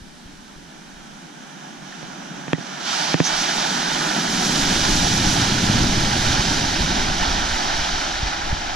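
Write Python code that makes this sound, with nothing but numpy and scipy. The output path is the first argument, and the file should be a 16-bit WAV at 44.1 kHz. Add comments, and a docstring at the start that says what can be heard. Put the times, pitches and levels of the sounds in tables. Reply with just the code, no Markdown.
"""From some 30 m off to the right a four-wheel-drive comes over wet grit: a grain crunch under filtered engine pulses.
Bumps and wind, as decaying sines and low noise, shake the plastic case of the microphones; the woods hiss behind.
From 2 s the wheels throw spray, made of random drops, and knocks ring the modes of the case, the hard ones ducked.
From 3 s the wheels churn bubbles, mud slaps back and jets hiss; it ploughs by under 6 m away, with stronger gusts.
From 7.9 s the wake fades as the wheels climb out and the vehicle draws off to the left."""
import sys
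import numpy as np
from scipy import signal
from scipy.fft import rfft, irfft, next_fast_len
from scipy.io import wavfile
from scipy.ndimage import uniform_filter1d, minimum_filter1d, map_coordinates

SR = 44100
rng = np.random.default_rng(int(sys.argv[2]) if len(sys.argv) > 2 else 0)


def store_wav(level_fs):
    """Save 16-bit WAV to argv[1]."""
    pcm = np.round(np.clip(np.atleast_2d(level_fs), -1, 1) * 32767)
    wavfile.write(sys.argv[1], SR, pcm.T.astype(np.int16))


N = 385875
TIME = np.arange(N) / SR
SIZE = next_fast_len(N)
BIN_HZ = np.maximum(np.arange(SIZE // 2 + 1) * SR / SIZE, 1)

# place of the vehicle: time_s, left_over_right_db, left_lag_samples, share_by_way_of_trees [0-1 of power]
PLACE = [(0, -1, 1, 0.4), (2.6, -2, 1, 0.27), (3.6, -1.4, 1, 0.061), (6, -1.5, -0.48, 0.0036),
         (7.4, -0.5, -0.7, 0.022), (8.75, 1.5, -1.2, 0.28)]
WAKE_FULL_S = 3.013   # the wheels are in and the wake has built up


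def from_db(db):
    """Decibels to gain."""
    return 10 ** (np.asarray(db) / 20)


def to_db(gain):
    """Gain to decibels."""
    return 20 * np.log10(np.abs(gain) + 1e-9)


def together(*levels_db):
    """Level of unrelated sounds heard at once: their powers add."""
    return 10 * np.log10(sum(from_db(db) ** 2 for db in levels_db))


def rms_one(x):
    """Scale to unit power."""
    return x / np.sqrt(np.mean(x ** 2) + 1e-20)


def in_time(rows):
    """Each column of a curve, at every sample."""
    s, *columns = np.transpose(rows)
    return [np.interp(TIME, s, column) for column in columns]


def in_hz(rows):
    """Each column of a spectrum, at every frequency bin, along a logarithmic pitch axis."""
    hz, *columns = np.transpose(rows)
    return [np.interp(np.log(BIN_HZ), np.log(hz), column) for column in columns]


def since(s):
    """Seconds gone by after a moment, zero before it."""
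    return np.maximum(TIME - s, 0)


def until(s):
    """Seconds left before a moment, zero after it."""
    return np.maximum(s - TIME, 0)


def swell(s, rise_s, fall_s):
    """A bell of height 1 that peaks at a moment."""
    return np.exp(-0.5 * ((until(s) / rise_s) ** 2 + (since(s) / fall_s) ** 2))


def drift(rate):
    """Chance wandering of spread 1, in straight strokes, `rate` of them a second."""
    knots = rng.standard_normal(4096)
    return np.interp(TIME * rate, np.arange(len(knots)), knots) * np.sqrt(3 / 2)


def bandpass(x, order, low_hz, high_hz):
    """Keep one band of pitches."""
    return signal.sosfilt(signal.butter(order, [low_hz, high_hz], "band", fs=SR, output="sos"), x)


def ring(clicks, hz, t60):
    """A unit click sets a sine of height 1 ringing; it falls by 60 dB in t60 seconds."""
    decay = from_db(-60 / (t60 * SR))
    turn = 2 * np.pi * hz / SR
    return signal.lfilter([0, np.sin(turn)], [1, -2 * decay * np.cos(turn), decay * decay], clicks + 1e-18)


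def click(s, db):
    """One impulse in silence."""
    return from_db(db) * (np.arange(N) == round(s * SR))


def drops(per_s, spread_db):
    """Random impacts, most of them small and a few large."""
    sizes = from_db(spread_db * np.minimum(rng.exponential(1, N), 5)) * rng.choice([-1, 1], N)
    return sizes * (rng.random(N) < per_s / SR)


def bubbles(per_s, low_hz, high_hz, cycles, spread_db, clump_db, count=24):
    """Trapped air rings for some cycles; bubbles of each size come in clumps."""
    births = drops(per_s, spread_db)
    dealt = rng.integers(0, count, N)   # which size each bubble has
    total = 0
    for k, hz in enumerate(np.geomspace(low_hz, high_hz, count)):
        one_size = ring(births * (dealt == k), hz, cycles / hz) * hz
        total = total + one_size * from_db(clump_db * drift(25))
    return rms_one(total)


def port_responses():
    """How direct sound (left, right) and scattered sound (left, right) reach the two microphone ports."""
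    # colour that the case gives to each port: pitch_hz, gain_db
    left_colour = [(390, -3), (480, -11), (600, 1), (720, 5.5), (840, 4), (1020, -9.5), (1170, -3),
                   (1300, -5), (1700, -3), (2400, 0.5), (2700, -3), (3050, 4.5), (3350, 0), (3700, 5),
                   (5800, -1.5), (7100, -1.5), (9000, -7.5)]
    right_colour = [(250, -5), (360, -7), (450, -12), (580, -5.5), (740, 5), (870, 7.5), (1170, -1.5),
                    (1500, 2.5), (2100, -7.5), (2350, 2.5), (2600, 0), (3050, 7), (5000, 4.5), (5900, 4.5),
                    (7100, -8), (9000, -6.5)]
    # between the ports: pitch_hz, left_lead_radians, likeness [0-1]
    port_pair = [(100, 0, .99), (370, .25, .97), (470, .6, .62), (640, -1.4, .92), (870, -1.8, .94),
                 (1130, -4, .58), (1380, -5.5, .82), (1950, -5.3, .82), (2150, -6.5, .68),
                 (3700, -6.3, .85), (5300, -6.9, .64), (7500, -5, .25), (10000, -6.3, .25)]
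    colour = from_db(in_hz(left_colour) + in_hz(right_colour))
    lead, alike = in_hz(port_pair)
    alike = np.clip(alike, 0, 1)
    direct = colour * np.sqrt(alike) * np.exp(1j * np.outer([0, -1], lead))
    scattered = colour * np.sqrt(1 - alike)
    return direct, scattered


def heard(source, spectrum, ports):
    """A source with its own spectrum at both ports, more diffuse as more comes by the trees; mean has rms 1."""
    direct, scattered = ports
    by_trees = np.clip(in_time(PLACE)[2], 0, 1)
    arriving = np.sqrt(1 - by_trees) * rms_one(source) + np.sqrt(by_trees) * rng.standard_normal((2, N))
    both = direct * rfft(arriving, SIZE) + scattered * rfft(rng.standard_normal((2, N)), SIZE)
    pair = irfft(both * from_db(in_hz(spectrum)[0]), SIZE)[:, :N]
    return pair / np.std(pair.mean(axis=0))


def at_ports(source, ports):
    """A brief sound reaches both ports directly, at its own level."""
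    pair = irfft(ports[0] * rfft(source, SIZE), SIZE)[:, :N]
    return pair * np.std(source) / np.std(pair.mean(axis=0))


def passing(pair):
    """As the vehicle moves left, its sound comes to reach the left port sooner and louder."""
    pan_db, lag, _ = in_time(PLACE)
    moved = []
    for x, side in zip(pair, (0.5, -0.5)):   # each port takes half of the difference
        delayed = map_coordinates(x, [np.arange(N) - side * lag], order=3, mode="nearest")
        moved.append(delayed * from_db(side * pan_db))
    return np.array(moved)


def woods(ports):
    """A smooth, faint hiss of the far woods, as steady noise, lies under everything."""
    # relative spectrum: pitch_hz, level_db [per Hz]
    woods_tone = [(500, -10), (1700, 7.5), (3000, -2), (6000, -1.5), (7300, 1.5), (10000, -0.5),
                  (12500, -11), (15000, -18)]
    return heard(rng.standard_normal(N), woods_tone, ports) * from_db(-50.5)


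def engine_levels():
    """Rumble, boom and drone in dB: rumble and drone by distance, rumble and boom by depth, boom side-on."""
    # depth of the water at the wheels: time_s, depth [0-1]
    depth_curve = [(2.9, 0), (4.2, 0.62), (4.75, 0.69), (6.8, 0.88), (7.3, 0.85), (7.95, 0.2)]
    # surges of the rumble with throttle and bow wave: peak_s, added_db, half_length_s
    surge_rows = [(2.33, 3, 0.3), (3.74, 2.5, 0.064), (4.4, 2, 0.37), (5.843, 5, 0.064), (6.75, 2, 0.38),
                  (7.399, 1, 0.044)]
    nearest_s, nearest_m, drive_m_per_s = 5.18, 5.57, 5.6
    rumble_nearest_db, drone_nearest_db = -32.5, -38   # rumble on dry ground
    wading_db = 8.5   # what full depth would add to the rumble
    boom_s, boom_peak_db, boom_rise_s, boom_fall_s = 5.75, -27.5, 0.65, 0.79   # flank faces the microphones
    boom_wading_db = -60   # faint boom at full depth

    depth, = in_time(depth_curve)
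    distance_m = np.hypot(nearest_m, drive_m_per_s * (TIME - nearest_s))
    nearness_db = to_db(nearest_m / distance_m)
    surges_db = sum(db * swell(s, length, length) for s, db, length in surge_rows)
    rumble_db = rumble_nearest_db + nearness_db + wading_db * depth + surges_db
    side_on_db = boom_peak_db + to_db(swell(boom_s, boom_rise_s, boom_fall_s))
    boom_db = together(side_on_db, boom_wading_db + to_db(depth))
    return rumble_db, boom_db, drone_nearest_db + nearness_db


def engine(ports, uneven_db=9.0, rough=0.44):
    """Six unequal cylinders fire in turn; their pulses mix with the roar of tyres and water under the body."""
    # engine speed before its slight wander: time_s, firings_per_s
    speed = [(0, 104), (1.3, 102), (2.3, 90), (3.2, 99), (4.2, 102), (4.6, 90), (5.5, 98), (5.9, 108),
             (6.2, 113), (6.7, 78.6), (8.75, 74)]
    # relative spectra of rumble, exhaust boom and the drone of the pipe's resonance: pitch_hz, level_db [per Hz]
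    rumble_tone = [(70, -62), (105, -50), (122, -23), (142, 0), (190, 1), (275, 0.3), (380, -6), (520, -9),
                   (1200, -48)]
    boom_tone = [(25, -21), (60, 6), (95, 7), (130, 12.5), (170, -3), (400, -16), (800, -67)]
    drone_tone = [(112, -52), (140, -4.5), (174, 1), (205, -3), (260, -16), (600, -47)]
    cylinders_db = uneven_db * np.array([0.99, -1.2, 0.084, 0.52, -1.0, 0.28])

    rumble_db, boom_db, drone_db = engine_levels()
    firing = np.cumsum(in_time(speed)[0] * (1 + 0.005 * drift(12))) / SR
    at = np.flatnonzero(np.diff(np.floor(firing)))
    cylinder = np.arange(len(at)) % 6
    pulses = np.zeros(N)
    pulses[at] = from_db(cylinders_db[cylinder]) * (1 + rough * rng.standard_normal(N)[at])
    pulses = rms_one(pulses)
    # each part adds its own share of roar to the pulses
    rumble = heard(pulses + from_db(12.5) * rng.standard_normal(N), rumble_tone, ports)
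    boom = heard(pulses + from_db(0.5) * rng.standard_normal(N), boom_tone, ports)
    drone = heard(pulses + from_db(3.0) * rng.standard_normal(N), drone_tone, ports)
    return (rumble * from_db(rumble_db + 0.5 * drift(28))
            + boom * from_db(boom_db + 1.8 * drift(5.9))
            + drone * from_db(drone_db + 0.68 * drift(4.6)))


def tyres(ports):
    """Wet grit crunches under the treads until water drowns it; now and then a stone snaps and rings."""
    # relative spectrum of the grit: pitch_hz, level_db [per Hz]
    gravel_tone = [(250, -27), (450, 2), (900, 4), (1700, 7), (2400, -2.5), (3200, -5.5), (4500, -14.5),
                   (6100, -2), (7500, -7), (13000, -32)]
    # stones from under the tyres: start_s, level_db, pitch_hz
    stone_rows = [(1.924, -30, 1800), (2.061, -48, 2900), (2.134, -32, 1400), (2.438, -34, 1600),
                  (2.548, -24, 1940)]
    stone_t60_s = 0.037
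    base_db, rise_db_per_s = -35.5, 5.5
    drown_s, drown_db_per_s = 2.71, 33
    level_db = base_db - rise_db_per_s * until(WAKE_FULL_S) - drown_db_per_s * since(drown_s)
    crunch = heard(drops(4500, 2.3), gravel_tone, ports)
    stones = sum(ring(click(s, db), hz, stone_t60_s) for s, db, hz in stone_rows)
    return crunch * from_db(level_db + 0.66 * drift(16)) + stones


def wind(lumpy_db=3.0, apart=0.22):
    """Eddies shake the whole case, so both ports get nearly the same low flutter."""
    # relative spectrum of the buffeting: pitch_hz, level_db [per Hz]
    buffet_tone = [(8, 3), (18, 2.5), (40, -1), (65, -4), (110, -14), (300, -30), (1000, -70)]
    # gusts on the case: peak_s, level_db, half_length_s
    gust_rows = [(0.103, -50.5, 0.66), (3.44, -47, 0.18), (3.9, -47, 0.15), (4.683, -32, 0.21),
                 (5.076, -29.5, 0.22), (6.301, -26.5, 0.75), (7.25, -25, 0.28), (8.05, -30.5, 0.55),
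                 (8.715, -32, 0.092)]
    breeze_db = -64.5   # between gusts
    noise = rfft(rng.standard_normal((2, N)), SIZE)
    mid, side = irfft(noise * from_db(in_hz(buffet_tone)[0]), SIZE)[:, :N]
    flutter = rms_one(mid) + apart * rms_one(side) * np.array([[1], [-1]])
    gusts_db = [db + to_db(swell(s, length, length)) for s, db, length in gust_rows]
    return flutter * from_db(together(breeze_db, *gusts_db) + lumpy_db * drift(15))


def bumps(t60=0.018, dull_hz=260, lowest_hz=22):
    """Dull bumps: the camera's mount gives one heavily damped swing, alike at both ports."""
    # bumps, before the band filter: start_s, level_db, pitch_hz
    bump_rows = [(0.018, -20, 49.5), (0.255, -21, 51.6), (0.33, -28, 46.6), (0.562, -33, 51.7),
                 (5.044, -5, 52), (6.394, 0, 55), (6.806, -5, 50), (7.088, -10, 42.1), (7.279, -3, 42),
                 (7.359, -8, 45), (8.229, -2, 62.6), (8.528, 2, 48)]
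    swing = sum(ring(click(s, db), hz, t60) for s, db, hz in bump_rows)
    return bandpass(swing, 2, lowest_hz, dull_hz)


def thrown_db(rows):
    """Level of thrown water: each throw rises quickly to its peak and falls back slowly."""
    sharpness = 0.79   # how closely a throw gathers round its peak
    levels_db = []
    for s, db, rise in rows:
        age = since(s) / rise
        levels_db.append(db + sharpness * to_db(age * np.exp(1 - age)))
    return together(*levels_db)


def water_levels():
    """Churn, spray and mist in dB: a steady wake, and a sheet that rises and falls back for each splash."""
    # a wheel drops into water and throws a sheet: start_s, spray_db, time_to_peak_s
    splash_rows = [(1.82, -47.5, 0.14), (2.42, -39, 0.8), (2.79, -35, 0.06), (2.84, -26, 0.069),
                   (3.28, -28, 0.086), (4.26, -25.5, 0.66), (6.12, -29, 0.21), (8.3, -40, 0.36)]
    wake_rise_db_per_s, wake_end_s, wake_fade_db_per_s = 45, 7.88, 3.5
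    churn_full_db, spray_full_db = -27.5, -27.5   # in the full wake
    spray_follows = 2.3   # spray swings more than churn with the wake
    # mist relative to spray: it gathers up to a moment, then settles
    mist_peak_s, mist_peak_db, gather_db_per_s, settle_db_per_s = 4.42, -6.5, 3.5, 2

    wake_db = -wake_rise_db_per_s * until(WAKE_FULL_S) - wake_fade_db_per_s * since(wake_end_s)
    churn_db = churn_full_db + wake_db
    spray_db = together(spray_full_db + spray_follows * wake_db, thrown_db(splash_rows))
    mist_over_spray_db = (mist_peak_db - gather_db_per_s * until(mist_peak_s)
                          - settle_db_per_s * since(mist_peak_s))
    return churn_db, spray_db, spray_db + mist_over_spray_db


def water(ports):
    """Wheels churn bubbles into the puddle; sheets of spray break up and patter back as drops and mist."""
    # relative spectra of churn, spray and the fine mist that hangs in the air: pitch_hz, level_db [per Hz]
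    churn_tone = [(120, -24), (300, 0), (550, -4.5), (1000, -1.5), (1800, 0.5), (2600, -10.5), (4000, -14),
                  (8000, -64)]
    spray_tone = [(600, -16), (1700, 3), (2800, -2.5), (4000, -1.5), (6000, 1.5), (7200, -3), (8500, -20),
                  (11000, -37)]
    mist_tone = [(4000, -18), (6500, 6), (7300, 5), (8500, 1), (10000, -2), (12500, -10.5), (15000, -21)]
    churn_db, spray_db, mist_db = water_levels()
    slosh = drift(14)   # each sheet of water lifts all sizes of drop together
    churn = bubbles(per_s=5000, low_hz=321, high_hz=3000, cycles=12.7, spread_db=0.5, clump_db=0.5, count=36)
    churn = churn + from_db(6) * rms_one(drops(7000, 2.2))
    spray = rms_one(drops(16000, 1.5))
    spray = spray + from_db(-6.0) * bubbles(per_s=7000, low_hz=1725, high_hz=6800, cycles=14.0,
                                            spread_db=2.5, clump_db=0.5)
    mist = drops(10000, 3.7)
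    return (heard(churn, churn_tone, ports) * from_db(churn_db + 0.28 * slosh + 0.92 * drift(60))
            + heard(spray, spray_tone, ports) * from_db(spray_db + 0.25 * slosh + 0.31 * drift(45))
            + heard(mist, mist_tone, ports) * from_db(mist_db + 0.15 * slosh + 0.95 * drift(30)))


def tap(s, db, hard_hz):
    """An impulse rounded by the softness of the contact."""
    soft = np.exp(-2 * np.pi * hard_hz / SR)
    return signal.lfilter([1 - soft], [1, -soft], click(s, db) + 1e-18)


def knocks(lowest_hz=125, highest_hz=8000):
    """Taps ring the case: its wall cracks inward as the body swings out; softer contacts dull the high modes."""
    # knocks on the case, before contact and modes shape them: start_s, impulse_db, contact_hardness_hz
    knock_rows = [(2.029, -25, 3000), (2.4808, -19.5, 5100), (2.5319, -0.5, 5500), (2.583, -18, 500),
                  (3.1424, 2, 2400), (3.2026, 3.5, 1390)]
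    # modes of the case, heard unequally at the two ports: pitch_hz, left_db, right_db, t60_s
    case_modes = [(167, -28, -1.5, 0.069), (272, -3.5, -26, .05), (324, -24, -2, 0.026),
                  (460, -32, -3.5, 0.019), (590, -20, -34, 0.024), (870, -31, -12, 0.0074),
                  (1090, -18, -24, 0.0051), (1350, -31, -21, 0.0053), (1850, -9, -20, 0.022),
                  (2100, -28, -4.5, 0.0053), (2540, -1.5, -15, 0.0076), (3200, -8, -11, 0.0098),
                  (5300, -26, -13, 0.0035), (6800, -19, -14, 0.0032)]
    crack_above_hz = 1000   # modes above it start inward
    taps = sum(tap(s, db, hard_hz) for s, db, hard_hz in knock_rows)
    pair = 0
    for hz, left_db, right_db, t60 in case_modes:
        direction = np.sign(crack_above_hz - hz)
        pair = pair + direction * ring(taps, hz, t60) * from_db([[left_db], [right_db]])
    # the camera's wind filter thins the lows of the knocks; their top is dulled
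    return bandpass(pair, 4, lowest_hz, highest_hz)


def slaps(ports):
    """Gouts of muddy water land as bursts of impacts in a band round a pitch, with a spatter of fine drops."""
    # gouts that slap back into the puddle: start_s, level_db, time_to_peak_s, pitch_hz
    slap_rows = [(2.84, -32.5, 0.057, 1100), (3.42, -29, 0.028, 1610), (3.575, -29, 0.017, 800),
                 (4.0, -30, 0.011, 1400), (5.02, -30, .019, 850), (5.34, -31, 0.022, 814),
                 (5.87, -36, 0.012, 1500), (6.295, -31, 0.018, 1650), (6.73, -32, 0.028, 1600),
                 (7.22, -26.5, .03, 1100), (7.58, -32, 0.035, 800), (7.835, -28, .014, 1070)]
    spread = 1.45   # ratio of the band's upper edge to its middle
    spatter = from_db(-8.5) * rms_one(bandpass(drops(3500, 5.0), 3, 2800, 6000))
    out = 0
    for s, db, rise, hz in slap_rows:
        gulp = rms_one(bandpass(drops(4000, 0.81), 2, hz / spread, hz * spread))
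        out = out + (gulp + spatter) * from_db(thrown_db([(s, db, rise)]))
    return at_ports(out, ports)


def jets(ports, width=0.1):
    """A narrow jet hits the panels and hisses briefly around one pitch."""
    # jets of water against the body: peak_s, level_db, half_length_s, pitch_hz
    jet_rows = [(2.934, -39, 0.057, 6800), (3.258, -20, 0.019, 6250), (3.403, -28.5, 0.024, 6040),
                (4.494, -35, 0.13, 5700)]
    out = 0
    for s, db, length, hz in jet_rows:
        hiss = signal.lfilter(*signal.iirpeak(hz, 1 / width, fs=SR), drops(14000, 4.4))
        out = out + rms_one(hiss) * from_db(db) * swell(s, length, length)
    return at_ports(out, ports)


def scene():
    """The vehicle passes from right to left; wind, knocks and bumps act on the camera itself."""
    ports = port_responses()
    vehicle = tyres(ports) + water(ports) + slaps(ports) + jets(ports) + engine(ports)
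    return passing(vehicle) + woods(ports) + wind() + knocks() + bumps()


def limiter(x, ceiling_db=-1.0, hold_s=0.023, release_db_per_s=110, attack_s=0.0044):
    """The gain glides down just ahead of a peak over the ceiling, holds briefly, then recovers."""
    over_db = np.maximum(to_db(np.abs(x).max(axis=0)) - ceiling_db, 0)
    half = int(hold_s * SR / 2)
    held_db = -minimum_filter1d(-over_db, 2 * half + 1, origin=half)
    fall_db = release_db_per_s * TIME
    gain_db = fall_db - np.maximum.accumulate(held_db + fall_db)
    ahead = int(attack_s * SR)
    return x * from_db(uniform_filter1d(minimum_filter1d(gain_db, ahead), ahead))


def record(dry):
    """The limiter acts, what still overshoots is rounded, the top is cut."""
    held = limiter(dry)
    rounded = held / (1 + held ** 6) ** (1 / 6)
    cutoff_hz = 14900
    return signal.sosfilt(signal.ellip(14, 0.2, 80, cutoff_hz, fs=SR, output="sos"), rounded)


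dry = scene()
out = record(dry)
store_wav(out)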